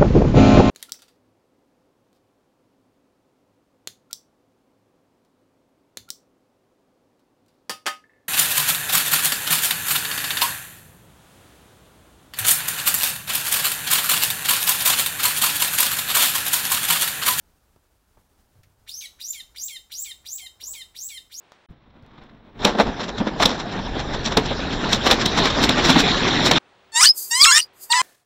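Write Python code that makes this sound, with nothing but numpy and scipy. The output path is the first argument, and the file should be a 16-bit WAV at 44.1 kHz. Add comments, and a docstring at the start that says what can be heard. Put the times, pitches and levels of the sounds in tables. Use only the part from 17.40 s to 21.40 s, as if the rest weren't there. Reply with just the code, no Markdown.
"""A bird calls eight times at an even pace in a small echoing room. Each call sweeps up into a shrill
whistle, then breaks and drops to a short nasal buzz, coloured by its throat and beak. The direct sound
is dulled, echoes scatter its highs and a thin ring lingers. Three soft knocks, a low rumble and a tick
come before the first call, one more knock later. A faint hush and a few far-off notes lie underneath."""
import sys
import numpy as np
from scipy import signal
from scipy.fft import rfft, irfft
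from scipy.io import wavfile
from scipy.ndimage import uniform_filter1d

SR = 44100
rng = np.random.default_rng(int(sys.argv[2]) if len(sys.argv) > 2 else 0)


def master(y):
    """Save y as 16-bit WAV."""
    cut = np.clip(np.atleast_2d(y).T, -1, 1)
    pcm = np.round(cut * 32767)  # scale
    wavfile.write(sys.argv[1], SR, pcm.astype(np.int16))


N = 176400
JITTER = 0.021   # typical pitch wobble as a call starts, as a share of the pitch


def from_db(db):
    """Turn decibels into a number to multiply by."""
    return 10 ** (np.asarray(db) / 20)


def rms_one(x):
    """Scale a signal so that its average strength (rms) is 1."""
    return x / np.sqrt(np.mean(x ** 2) + 1e-20)


def clock():
    """The time of every sample in seconds."""
    return np.arange(N) / SR


def drift(rate_hz):
    """A smooth random wander of typical size 1; a higher rate wanders faster."""
    hz = np.fft.rfftfreq(N, 1 / SR)
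    return rms_one(irfft(rfft(rng.standard_normal(N)) / (1 + (hz / rate_hz) ** 2), N))


def noise(colour):
    """Noise of strength 1, its lows and highs set by rows of f/Hz, level/dB."""
    hz, db = np.transpose(colour)
    gain = from_db(np.interp(np.log(np.fft.rfftfreq(N, 1 / SR) + 1), np.log(hz), db))
    return rms_one(irfft(rfft(rng.standard_normal(N)) * gain, N))


def dying(start_s, fade_s):
    """A level that jumps to 1, then falls by 60 dB every fade_s seconds."""
    age = clock() - start_s
    return (age >= 0) * np.exp(-np.log(1000) * np.maximum(age, 0) / fade_s)


def background():
    """A faint, wavering background hush, with one soft swell in the middle pitches."""
    # tone colour of the hush: f/Hz, level/dB
    hush_colour = [(12, -38), (20, 0), (66, 3), (87, -2), (103, -3.5), (140, -9), (238, -9.5), (478, -14),
                   (906, -15), (1160, -17.5), (1410, -17.5), (2090, -24), (15500, -28)]
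    # rise and fall of the swell: t/s, level/dB
    swell_levels = [(0, -93), (3.1, -75), (3.3, -67.5), (3.5, -74.5), (4, -88)]
    # tone colour of the swell: f/Hz, level/dB
    swell_colour = [(100, -60), (500, -14), (800, -14.5), (1100, -14.5), (1600, -25), (16000, -61)]
    hush = from_db(-63.5 - 1.35 * drift(rate_hz=12)) * noise(hush_colour)
    swell = from_db(np.interp(clock(), *np.transpose(swell_levels))) * noise(swell_colour)
    return hush + swell


def far_notes():
    """Short, soft, wavering tones from far away."""
    # the peak of each note: t/s, f/Hz, level/dB
    notes = [(3.037, 770, -59), (3.285, 1070, -59), (3.31, 620, -64), (3.352, 910, -60.5)]
    t, half_length_s = clock(), 0.014
    waver = 1 + 0.0486 * drift(rate_hz=127.9)
    phase_per_hz = 2 * np.pi * np.cumsum(waver) / SR
    return sum(from_db(db) * np.exp(-((t - peak_s) / half_length_s) ** 2) * np.sin(hz * phase_per_hz)
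               for peak_s, hz, db in notes)


def small_noises():
    """Dull knocks, a dry tick and a low rumble: bursts of noise that start at once and die away."""
    # the knocks: t/s, level/dB
    hits = [(0.096, -61), (0.362, -54), (.772, -47), (3.227, -52)]
    # tone colours of the three sounds: f/Hz, level/dB
    knock_colour = [(60, 2.5), (170, -7), (320, 2), (550, -12), (900, -9), (1700, -20),
                    (3000, -32), (16000, -44)]
    tick_colour = [(100, -24), (1400, -9), (2100, 4), (3200, -9), (5500, -7), (8000, -16), (16000, -13)]
    rumble_colour = [(30, -11), (70, -11), (92, 2.5), (125, -6), (220, -27), (600, -26), (16000, -70.5)]
    knocks = noise(knock_colour) * sum(from_db(db) * dying(s, fade_s=0.064) for s, db in hits)
    tick = from_db(-54) * noise(tick_colour) * dying(start_s=1.233, fade_s=0.089)
    rumble = from_db(-54) * noise(rumble_colour) * dying(start_s=1.155, fade_s=1.15)
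    return knocks + tick + rumble


def room(sound):
    """A small room: the direct sound is dulled, echoes scatter its highs and a thin ring lingers."""
    # layers of blurred echoes: time to fade by 60 decibels/s, level/dB
    layers = [(0.052, -7), (0.171, -7.5), (.38, -13)]
    dull_above_hz, scatter_above_hz, ring_hz = 4630, 2380, 3120
    echoes = sum(from_db(db) * rms_one(rng.standard_normal(N) * dying(0, s)) for s, db in layers)
    keep_highs = signal.butter(2, scatter_above_hz, "high", fs=SR, output="sos")
    echoes = signal.sosfilt(keep_highs, echoes / np.sqrt(N))
    ring_fade = dying(0, fade_s=0.47)
    ring = from_db(-5.5) * 2 * ring_fade / ring_fade.sum() * np.sin(2 * np.pi * ring_hz * clock())
    direct = signal.sosfilt(signal.butter(1, dull_above_hz, fs=SR, output="sos"), sound)
    return from_db(-4) * direct + signal.fftconvolve(sound, echoes + ring)[:N]


def call_shape(t, start, snap, end, top_hz, buzz_hz, lateness, settle_s, hoarse_s, whistle_db, buzz_db):
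    """How one call moves: it climbs, breaks at the time snap, settles to a buzz and slips down."""
    # the climb: share of its length, share of the top pitch, level/dB
    climb_points = [(0, .13, -40.5), (.11, 0.29, -22.5), (0.188, .48, -13.5), (0.251, .62, -7.5),
                    (.36, .735, -5.5), (0.519, .84, -0.5), (.7, .965, -2.5), (.83, 0.97, 2.5),
                    (0.918, 1, -7), (.96, .84, -4)]
    drop_hz, drop_s, sag_hz = 1297, .007, 459   # a quick drop at the break, then a slower sag
    slip_hz, slip_lead_s, slip_s = 232, 0.0097, 0.0029   # depth, time before the end, half length
    fade_lead_s, fade_db_per_s = 0.0098, 1292
    share, height, level = np.transpose(climb_points)
    share = np.append(share, 1)   # one more point joins the climb to the buzz
    progress = np.clip((t - start) / (snap - start), 0, 1) ** lateness
    after = np.maximum(t - snap, 0)
    fall = buzz_hz + drop_hz * np.exp(-after / drop_s) + sag_hz * np.exp(-after / settle_s)
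    fall -= slip_hz * (1 + np.tanh((t - end + slip_lead_s) / slip_s)) / 2
    climb = np.interp(progress, share, np.append(height * top_hz, fall[0]))
    hz = uniform_filter1d(np.where(t < snap, climb, fall), size=120)
    db = np.interp(progress, share, np.append(level + whistle_db, buzz_db))
    db -= fade_db_per_s * np.maximum(t - end + fade_lead_s, 0)
    accent_db = 15.5 * np.exp(-((t - end + slip_s) / 0.0089) ** 2)   # a brief push on the slip
    # The voice clears as it climbs, turns hoarse at the break, then clears again.
    climb_jitter = JITTER * (1 - 0.76 * progress ** 2)
    buzz_jitter = 0.0022 + 0.021 * np.exp(-after / hoarse_s)
    return hz, db, accent_db, np.where(t < snap, climb_jitter, buzz_jitter)


def voice(hz, db, accent_db, wobble):
    """A stack of tones (harmonics), rich when low and nearly pure when high; hz is the second one."""
    # harmonics 1, 2, ... of the whistle: level/dB
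    whistle_levels = [-37.5, 0.5, -25, -15.5, -29, -72]
    # harmonics 1, 2, ... of the buzz: level/dB
    buzz_levels = [-38, 2, 1.5, -1.5, -2, -12, -3.5, -18, -3, -9.5, -29, -10, -23, -34, -58, -30]
    # pitches that the throat and beak strengthen: f/Hz, width/Hz, lift/dB
    throat = [(3148, 60, 5.5), (3740, 300, 5.5), (5740, 1460, 0.5), (7980, 660, 3.5), (9530, 490, 1.5),
              (12700, 750, 2.5), (14810, 2360, 11)]
    buzz_below_hz, whistle_above_hz = 2060, 5080
    purity = np.clip((hz - buzz_below_hz) / (whistle_above_hz - buzz_below_hz), 0, 1)
    phase = 2 * np.pi * np.cumsum(hz / 2 * (1 + wobble)) / SR
    whistle_gains = np.pad(from_db(whistle_levels), (0, len(buzz_levels) - len(whistle_levels)))
    out = 0
    for k, (whistle, buzz) in enumerate(zip(whistle_gains, from_db(buzz_levels)), 1):
        tone_hz = k * hz / 2
        lift_db = sum(lift / (1 + (2 * (tone_hz - centre) / width) ** 2)
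                      for centre, width, lift in throat)
        lift_db += accent_db * (k == 4)   # only the fourth harmonic gets the accent
        gain = (purity * whistle + (1 - purity) * buzz) * from_db(db + lift_db)
        gain *= np.clip((SR / 2 - tone_hz) / (SR / 10), 0, 1)   # fade tones too high for the sample rate
        out = out + np.sqrt(2) * gain * np.sin(k * phase + rng.uniform(0, 2 * np.pi))
    return out


def bird():
    """Eight calls; the hoarser the voice, the more its pitch and level tremble."""
    # the calls: start/s, break/s, end/s, top pitch/Hz, buzz pitch/Hz, lateness (above 1 climbs later),
    # settling time/s, hoarse time/s, whistle level/dB, buzz level/dB
    calls = [(1.463, 1.609, 1.665, 6520, 1947, 0.95, 0.068, 0.023, -32, -45),
             (1.785, 1.932, 2.013, 7356, 1970, 0.99, 0.043, 0.021, -30, -47.5),
             (2.146, 2.282, 2.374, 7703, 2030, 1.036, 0.03, 0.013, -29.5, -46),
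             (2.496, 2.645, 2.723, 7800, 1990, 1.063, 0.039, 0.025, -29, -46),
             (2.842, 2.981, 3.075, 7830, 2080, .95, 0.015, 0.011, -31, -48.5),
             (3.193, 3.336, 3.427, 7935, 2020, .93, .03, 0.017, -32, -47.5),
             (3.539, 3.69, 3.787, 7925, 1990, 0.98, 0.044, 0.021, -31.5, -46.5),
             (3.899, 4.057, 4.140, 7964, 2000, 1.02, .035, .018, -30.5, -61)]
    t, out, tail_s = clock(), np.zeros(N), .03
    wobble = drift(rate_hz=380)
    shimmer = 4.5 * drift(rate_hz=380)
    for call in calls:
        start, _, end = call[:3]
        on = (t >= start) & (t < end + tail_s)
        hz, db, accent_db, jitter = call_shape(t[on], *call)
        out[on] += voice(hz, db + shimmer[on] * jitter / JITTER, accent_db, wobble[on] * jitter)
    return out


def scene():
    """The bird in the room, over the quiet background, in one channel."""
    return (room(bird()) + small_noises() + background() + far_notes())[None]


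def record(dry):
    """Cut off the very highest sounds steeply."""
    cutoff_hz = 15850
    return signal.sosfilt(signal.ellip(12, .1, 80, cutoff_hz, fs=SR, output="sos"), dry)


dry = scene()
out = record(dry)
master(out)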